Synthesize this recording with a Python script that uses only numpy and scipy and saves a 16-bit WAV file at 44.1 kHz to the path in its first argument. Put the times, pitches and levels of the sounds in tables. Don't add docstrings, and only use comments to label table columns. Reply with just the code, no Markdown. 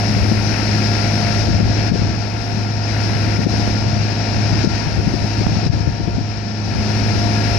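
import sys
import numpy as np
from scipy import signal
from scipy.fft import rfft, irfft, next_fast_len
from scipy.io import wavfile
from scipy.ndimage import uniform_filter1d, minimum_filter1d

SR = 44100
rng = np.random.default_rng(int(sys.argv[2]) if len(sys.argv) > 2 else 0)


def dump_mix(stems):
    frames = np.atleast_2d(stems).T
    limited = np.clip(frames, -1, 1)
    pcm = np.round(limited * 32767).astype(np.int16)
    wavfile.write(sys.argv[1], SR, pcm)


N = 334278
T = np.arange(N) / SR

# frequency in Hz, left and right relative density in dB.
BLOCK_RING = [(199, -73, -87), (410, -59, -75), (552, -60, -65), (684, -51, -56), (838, -53.5, -60),
              (1255, -65.5, -99), (1310, -62, -93), (2210, -97, -71.5), (9000, -140, -140)]


def undb(db):
    return 10 ** (np.asarray(db) / 20)


def curve(table):
    rows = np.array(table)
    return np.interp(T, rows[:, 0], rows[:, 1])


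def unit(x):
    return x / np.sqrt(np.mean(x ** 2))


def walk(rate):
    hold = max(2, int(SR / rate))
    steps = np.repeat(rng.standard_normal(N // hold + 1), hold)
    smooth = uniform_filter1d(uniform_filter1d(steps, hold), hold)
    return unit(smooth[:N])


def colour(x, table):
    hz, *columns = np.transpose(table)
    size = next_fast_len(N)
    log_hz = np.log(np.arange(size // 2 + 1) * SR / size + 1)
    gain = undb([np.interp(log_hz, np.log(hz), column) for column in columns])
    return irfft(rfft(x, size) * gain, size)[:, :N] * np.sqrt(SR / 2)


def pair(likeness, size=N):
    common = np.sqrt(likeness) * rng.standard_normal(size)
    return common + np.sqrt(1 - likeness) * rng.standard_normal((2, size))


def turns_of(hz, wander, rate):
    return np.cumsum(hz * (1 + wander * walk(rate))) / SR


def partials(turns, table, flutter_db, flutter_rate, scatter, lag_s=0.0003):
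    out = np.zeros((2, N))
    lag = lag_s * turns[-1] * SR / N
    for multiple, left_db, right_db in table:
        phase = scatter * rng.standard_normal()
        size = np.sqrt(2) * undb(flutter_db * walk(flutter_rate))
        out[0] += size * undb(left_db) * np.sin(2 * np.pi * multiple * turns + phase)
        out[1] += size * undb(right_db) * np.sin(2 * np.pi * multiple * (turns - lag) + phase)
    return out


def knock(cycles, count, decay, loose):
    pattern = pair(0.84, size=2048)
    position = np.linspace(0, 1, pattern.shape[1])
    repeated = np.array([np.interp(cycles % 1, position, channel) for channel in pattern])
    since_firing = cycles * count % 1
    gate = unit(np.exp(-since_firing / decay))
    return gate * (np.sqrt(1 - loose) * repeated + np.sqrt(loose) * pair(0.47))


def carried(share):
    # time in seconds, level in dB before the share is taken.
    carry = [(0.0, 3), (0.38, 1.3), (0.55, 3.5), (1.38, 3.5), (1.52, 0), (1.65, -0.2), (1.76, 2.5),
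             (1.88, 3), (1.92, -0.3), (2.3, -2.5), (2.81, -2.5), (2.93, 1.5), (3.68, 1.5), (3.85, -0.5),
             (4.2, 1), (4.62, 3), (4.75, 1.7), (5.0, -1.6), (5.35, 0.3), (5.62, -0.4), (5.97, -6.5),
             (6.53, -5.5), (6.72, -2), (6.92, 1.5), (7.57, 3)]
    return undb(share * curve(carry))


def crane():
    # time in seconds, relative level in dB.
    drone_level = [(0, -22), (0.42, -20.5), (0.63, -22.5), (0.9, -19.5), (1.2, -23.5), (1.45, -21),
                   (1.85, -21.7), (2.3, -26.5), (2.95, -23.5), (3.15, -19.5), (3.7, -22), (4.2, -23),
                   (4.55, -20), (4.8, -27), (5.68, -22), (6.05, -28.5), (6.42, -29), (6.72, -23.5),
                   (6.95, -21.5), (7.57, -21)]
    # time in seconds, relative level in dB.
    octave_level = [(0, -26.5), (0.98, -27), (1.4, -30), (2.4, -37.5), (3.2, -29.5), (4.6, -32.5),
                    (5.5, -32.5), (6.0, -39.5), (6.9, -28.5), (7.3, -27), (7.57, -30)]
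    # multiple of the engine cycle, left and right relative level in dB.
    block_orders = [(9, -44.0, -52.0), (18, -45.0, -46.0), (20, -45.5, -46.5), (22, -42.5, -43.0),
                    (23, -47.0, -54.0), (24, -46.0, -52.0), (28, -48.0, -55.0), (50, -51.0, -59.0),
                    (51, -50.0, -55.0), (52, -50.0, -58.0), (62, -51.0, -62.0), (74, -51.0, -62.0),
                    (76, -54.0, -62.0), (78, -47.0, -62.0), (81, -52.0, -64.0), (83, -52.0, -65.0),
                    (84, -50.0, -67.0), (92, -49.0, -66.0), (93, -49.0, -68.0), (98, -52.0, -74.0),
                    (100, -46.0, -69.0)]
    firings = turns_of(105.62, wander=0.00043, rate=2.97)
    cycles = firings / 6
    left = undb(1.5) * np.sin(2 * np.pi * firings)
    right = undb(2.5) * np.sin(2 * np.pi * firings - 0.45)
    waver_db = 0.8 * walk(9)
    drone = np.sqrt(2) * np.array([left, right]) * undb(curve(drone_level) + waver_db)
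    octave = partials(firings, [(2, -0.34, 0)], flutter_db=1.85, flutter_rate=11, scatter=1.6)
    octave = octave * undb(curve(octave_level))
    orders = undb(2.0) * partials(cycles, block_orders, flutter_db=2.6, flutter_rate=5.6, scatter=1.28)
    clatter = undb(-5.5) * colour(knock(cycles, count=6, decay=0.6, loose=0.51), BLOCK_RING)
    return drone + octave, orders + clatter


def second_diesel():
    # multiple of the engine cycle, left and right relative level in dB.
    engine_orders = [(4, -39.0, -38.0), (24, -42.0, -45.0), (36, -48.0, -49.0), (38, -48.0, -51.0),
                     (40, -42.5, -45.0), (44, -39.0, -45.5), (48, -41.5, -46.5), (51, -44.0, -50.0),
                     (54, -47.0, -52.0), (56, -41.0, -47.0), (57, -47.0, -52.0), (58, -47.0, -50.0),
                     (61, -46.0, -50.0), (64, -46.0, -53.0), (72, -48.0, -58.0)]
    # frequency in Hz, left and right relative density in dB.
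    rattle_ring = [(900, -93, -88), (1450, -62.5, -75), (1840, -58.5, -77.5), (2490, -61.5, -76),
                   (3500, -92, -90), (9000, -150, -150)]
    # time in seconds, relative level in dB.
    rattle_level = [(0, -2), (0.35, -1), (0.55, -1), (1.15, -0.5), (1.5, -5), (1.85, -4.5), (2.1, -8),
                    (2.8, -3), (2.95, -2.5), (3.25, -1), (3.6, -4), (4.5, -7.5), (5.7, -7), (6.3, -16),
                    (6.8, -7), (7.57, -4.5)]
    cycles = turns_of(53.64, wander=0.0012, rate=4) / 4
    orders = partials(cycles, engine_orders, flutter_db=1.7, flutter_rate=5, scatter=0.7)
    clatter = colour(knock(cycles, count=4, decay=0.37, loose=0.72), BLOCK_RING)
    rattle_bursts = knock(cycles, count=4, decay=0.5, loose=0.7) * undb(1.2 * walk(55))
    rattle = colour(rattle_bursts, rattle_ring)
    return undb(1.76) * orders + undb(-5.5) * clatter + undb(curve(rattle_level)) * rattle


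def exhaust_rumble():
    # frequency in Hz, left and right relative density in dB.
    rumble = [(15, -76, -80), (50, -54.5, -52), (147, -44, -52), (299, -50.5, -49.5), (430, -64.5, -62),
              (590, -88, -66), (4000, -150, -150)]
    return colour(pair(0.82), rumble)


def fan():
    # multiple of the blade rate, left and right relative level in dB.
    blade_orders = [(1, -43.5, -43.5), (2, -46.0, -51.0), (3, -35.5, -41.5), (6, -44.5, -60.0)]
    # time in seconds, relative level in dB.
    tone_level = [(0.0, 4), (0.65, -4), (1.05, 7), (1.5, 4), (1.95, 0.5), (3.8, 4), (5.2, -2), (6.15, 1),
                  (6.6, -7.5), (7.15, 7), (7.57, 6)]
    # time in seconds, relative level in dB.
    whistle_level = [(0, -3), (1.2, 0), (2.0, -6), (3.2, 0), (5.9, 1), (6.45, -6), (7.0, 1.5), (7.57, 2)]
    blades = turns_of(232.15, wander=0.001246, rate=3)
    tones = partials(blades, blade_orders, flutter_db=1.2, flutter_rate=14, scatter=0.53)
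    whistle = partials(blades, [(4, -39.5, -44.5)], flutter_db=1.1, flutter_rate=9, scatter=0.53)
    rush = undb(-0.5) * cooling_air(blades) * carried(share=0.82)
    return tones * undb(curve(tone_level)) + whistle * undb(curve(whistle_level)) + rush


def cooling_air(blades):
    # frequency in Hz, left and right relative density in dB.
    rush = [(500, -88, -87), (1250, -69.5, -75), (1410, -62, -75), (1970, -63.5, -79), (2510, -60, -76.5),
            (2840, -66, -75), (3080, -69, -73), (3680, -80, -82), (9000, -150, -150)]
    chop_db = 1.1 * np.sin(2 * np.pi * blades) + 0.7 * walk(40)
    return colour(pair(0.49) * undb(chop_db), rush)


def drives():
    # pitch in Hz, left and right relative level in dB.
    whines = [(1331, -47.5, -64.0), (1387, -47.5, -63.0), (1676, -46.0, -70.0), (1836, -48.0, -75.0),
              (2546, -51.0, -70.0), (2724, -50.5, -70.0), (3977, -47.5, -70.0), (4450, -46.5, -70.0),
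              (4650, -50.0, -80.0), (5179, -46.0, -90.0), (5914, -48.0, -81.0)]
    # frequency in Hz, left and right relative density in dB.
    hiss = [(1490, -110, -130), (3410, -69.5, -99), (3810, -65.5, -100), (4170, -63.5, -100),
            (4680, -61, -99), (5300, -56, -95), (5474, -57, -93), (5730, -63, -96), (6090, -67.5, -98),
            (6950, -77, -104), (8460, -90, -112), (15000, -135, -135)]
    out = colour(pair(0.15) * undb(0.75 * walk(35)), hiss)
    for hz, left_db, right_db in whines:
        tone = np.sqrt(2) * np.sin(2 * np.pi * turns_of(hz, wander=0.001557, rate=12))
        out += undb([[left_db], [right_db]]) * tone * undb(4.1 * walk(16))
    return undb(-0.31) * out * carried(share=0.96) + sizzle()


def sizzle():
    # frequency in Hz, left and right relative density in dB.
    spectrum = [(5000, -100, -120), (8500, -89, -112), (10000, -86.5, -108), (11850, -90.5, -105),
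                (14200, -109, -112), (15700, -117, -120)]
    # time in seconds, relative level in dB.
    level = [(0, -52.5), (1.39, -52), (1.55, -60), (1.7, -60), (1.86, -56), (2.05, -63), (2.5, -58.5),
             (2.82, -62), (2.98, -55), (3.7, -55.5), (3.84, -60.5), (4.2, -60), (4.4, -57.5), (4.9, -59),
             (5.4, -58), (5.7, -63), (6.0, -66.5), (6.55, -68.5), (6.68, -61), (6.95, -55.5), (7.57, -53)]
    noise = colour(pair(0.16), spectrum)
    noise = noise / noise.mean(axis=0).std()
    return noise * undb(curve(level) + 0.05)


def wind():
    # frequency in Hz, relative level in dB.
    turbulence = [(12, -30), (35, -5), (75, 5.5), (140, -0.5), (220, -7), (330, -12), (480, -22.5),
                  (900, -40), (3000, -86)]
    # frequency in Hz, relative level in dB.
    small_eddies = [(100, -23), (300, 11), (500, 2), (720, -6), (1300, -38), (4000, -90)]
    # time in seconds, swing peak in dB, swing pitch in Hz, half length in cycles,
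    # relative level of its breakup in dB.
    buffets = [(0.171, -10, 122, 1, -16), (0.226, -9, 72, 1.3, -17), (0.320, -4, 221, 1.1, -11),
               (1.488, -9, 236, 1.2, -12), (1.545, -8, 190, 1.3, -13), (1.604, -4.5, 181, 1.4, -12),
               (1.630, -5.5, 154, 1, -13), (1.664, -8.5, 80, 1.2, -12), (1.920, 5.5, 195, 0.8, -11),
               (1.941, -4, 165, 1.3, -9), (1.957, -11, 360, 1.8, -7), (2.021, -5.5, 175, 0.9, -11),
               (2.577, -12, 207, 1.6, -14), (3.393, -1.5, 190, 1.0, -10), (3.405, -8, 380, 1.3, -7),
               (3.458, -2.5, 150, 0.9, -14), (3.469, 4.5, 220, 1.0, -8), (3.537, -9, 142, 0.8, -15),
               (4.535, -10, 155, 1.3, -15), (4.645, -7.5, 300, 1.4, -8), (4.655, -6.5, 162, 1, -13),
               (4.676, 5.5, 180, 0.7, -13), (4.874, -9, 147, 1, -15), (4.991, -7, 93, 1.3, -18),
               (5.077, -5, 183, 1.6, -15), (5.143, -10, 320, 1.8, -9), (5.248, -8, 166, 1.2, -15),
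               (5.415, -9.5, 170, 1.5, -15), (5.571, -11, 190, 1.1, -14), (5.670, -6, 135, 1.1, -15),
               (5.702, 7.5, 124, 0.7, -24), (5.737, -10, 120, 1.6, -12), (5.776, -9, 100, 1.1, -16),
               (5.878, -8, 133, 1, -14), (5.900, -11, 153, 1.2, -15), (6.004, -16, 180, 1.8, -15),
               (6.081, -7.5, 170, 1.1, -11), (6.094, -18, 420, 1.8, -11), (6.175, -13, 175, 1.1, -16),
               (6.186, -10.5, 240, 1.3, -10.5), (6.214, -11.5, 167, 0.9, -15)]
    force_db = wind_force()
    left, right = (unit(colour(rng.standard_normal(N) * undb(2 * walk(45)), turbulence)[0]) for _ in range(2))
    left = left * undb(force_db - 3.5)
    right = right * undb(0.62 * force_db - 13.5)
    eddies = lesser_eddies(force_db)
    shed = undb(-10.0) * np.abs(eddies)
    for at, db, hz, cycles, breakup_db in buffets:
        eddy = undb(db) * swing(at, hz, cycles)
        slow_push = undb(db - 17) * swing(at, hz=69.5, cycles=0.61)
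        eddies = eddies + eddy + slow_push
        shed = shed + undb(breakup_db) * np.abs(eddy)
    breakup = uniform_filter1d(shed, size=500) * unit(colour(rng.standard_normal(N), small_eddies)[0])
    return np.array([left + eddies + undb(3.0) * breakup, right])


def wind_force():
    # start of the hold in seconds, hold in seconds, relative strength in dB.
    gusts = [(0.175, 0.21, -17), (1.248, 0.2, -18.5), (1.49, 0.21, -14), (1.91, 0.15, -15.5),
             (2.522, 0.081, -21), (3.098, 0.65, -18.5), (3.85, 0.12, -18), (4.38, 0.34, -18),
             (4.967, 0.21, -16.5), (5.39, 0.47, -16.5), (6.0, 0.22, -21.5), (6.71, 0.11, -18),
             (7.05, 0.2, -17), (7.532, 0.04, -20)]
    attack_s, release_s, breeze_db = 0.092, 0.14, -29.5
    force = np.full(N, undb(breeze_db))
    for start, hold, db in gusts:
        early = np.maximum(start - T, 0)
        late = np.maximum(T - start - hold, 0)
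        force = np.maximum(force, undb(db) * np.exp(-early / attack_s - late / release_s))
    return 20 * np.log10(force)


def lesser_eddies(force_db):
    per_s, over_wind_db, scatter_db = 14, 4, -1.2
    centre_hz, scatter_octaves = 163, 0.38
    count = int(per_s * N / SR)
    times = (np.arange(count) + rng.random(count)) / per_s
    out = np.zeros(N)
    for at, (strength, pitch) in zip(times, rng.standard_normal((count, 2))):
        db = force_db[min(int(at * SR), N - 1)] + over_wind_db + scatter_db * strength
        out += undb(db) * swing(at, centre_hz * 2 ** (scatter_octaves * pitch), cycles=1.0)
    return out


def swing(at, hz, cycles):
    out = np.zeros(N)
    near = slice(*np.searchsorted(T, [at - 6 / hz, at + 6 / hz]))
    age = (T[near] - at) * hz
    rise = 0.22 * np.log(2)
    turns = np.expm1(rise * age) / rise
    out[near] = np.cos(2 * np.pi * turns) * np.exp(-(age / cycles) ** 2)
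    return out


def bumps():
    # time in seconds, relative click level in dB, thud level in dB.
    knocks = [(3.677, -7, -5), (5.4667, -2, 3)]
    out = np.zeros(N)
    for at, click_db, thud_db in knocks:
        age = np.maximum(T - at, 0)
        click = np.exp(-age / 0.0012) - np.exp(-age / 0.00008)
        thud = swing(at + 0.0036, hz=127, cycles=0.27)
        out += undb(thud_db) * thud - 1.75 * undb(click_db) * click
    return out * undb([[-26], [0]])


def scene():
    drone, block = crane()
    engines = block + second_diesel() + exhaust_rumble()
    engines = undb(-2.23) * engines * carried(share=0.82)
    return drone + engines + fan() + drives() + wind() + bumps()


def limiter(x, ceiling, hold_s, slew_s, lingering, recovery_db_per_s):
    need = np.minimum(1, ceiling / (np.abs(x).max(axis=0) + 1e-9))
    hold, slew = max(2, int(hold_s * SR)), max(2, int(slew_s * SR))
    dip_db = -20 * np.log10(minimum_filter1d(need, hold))
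    recovered_db = recovery_db_per_s * T
    slow_db = np.maximum.accumulate(lingering * dip_db + recovered_db) - recovered_db
    gain = undb(-np.maximum(dip_db, slow_db))
    return x * uniform_filter1d(gain, slew)


def record(dry):
    limited = limiter(dry, ceiling=0.9, hold_s=0.033, slew_s=0.022, lingering=0.18, recovery_db_per_s=24)
    low_pass = signal.ellip(8, 0.2, 70, 15700, fs=SR, output="sos")
    return signal.sosfilt(low_pass, limited)


dry = scene()
out = record(dry)
dump_mix(out)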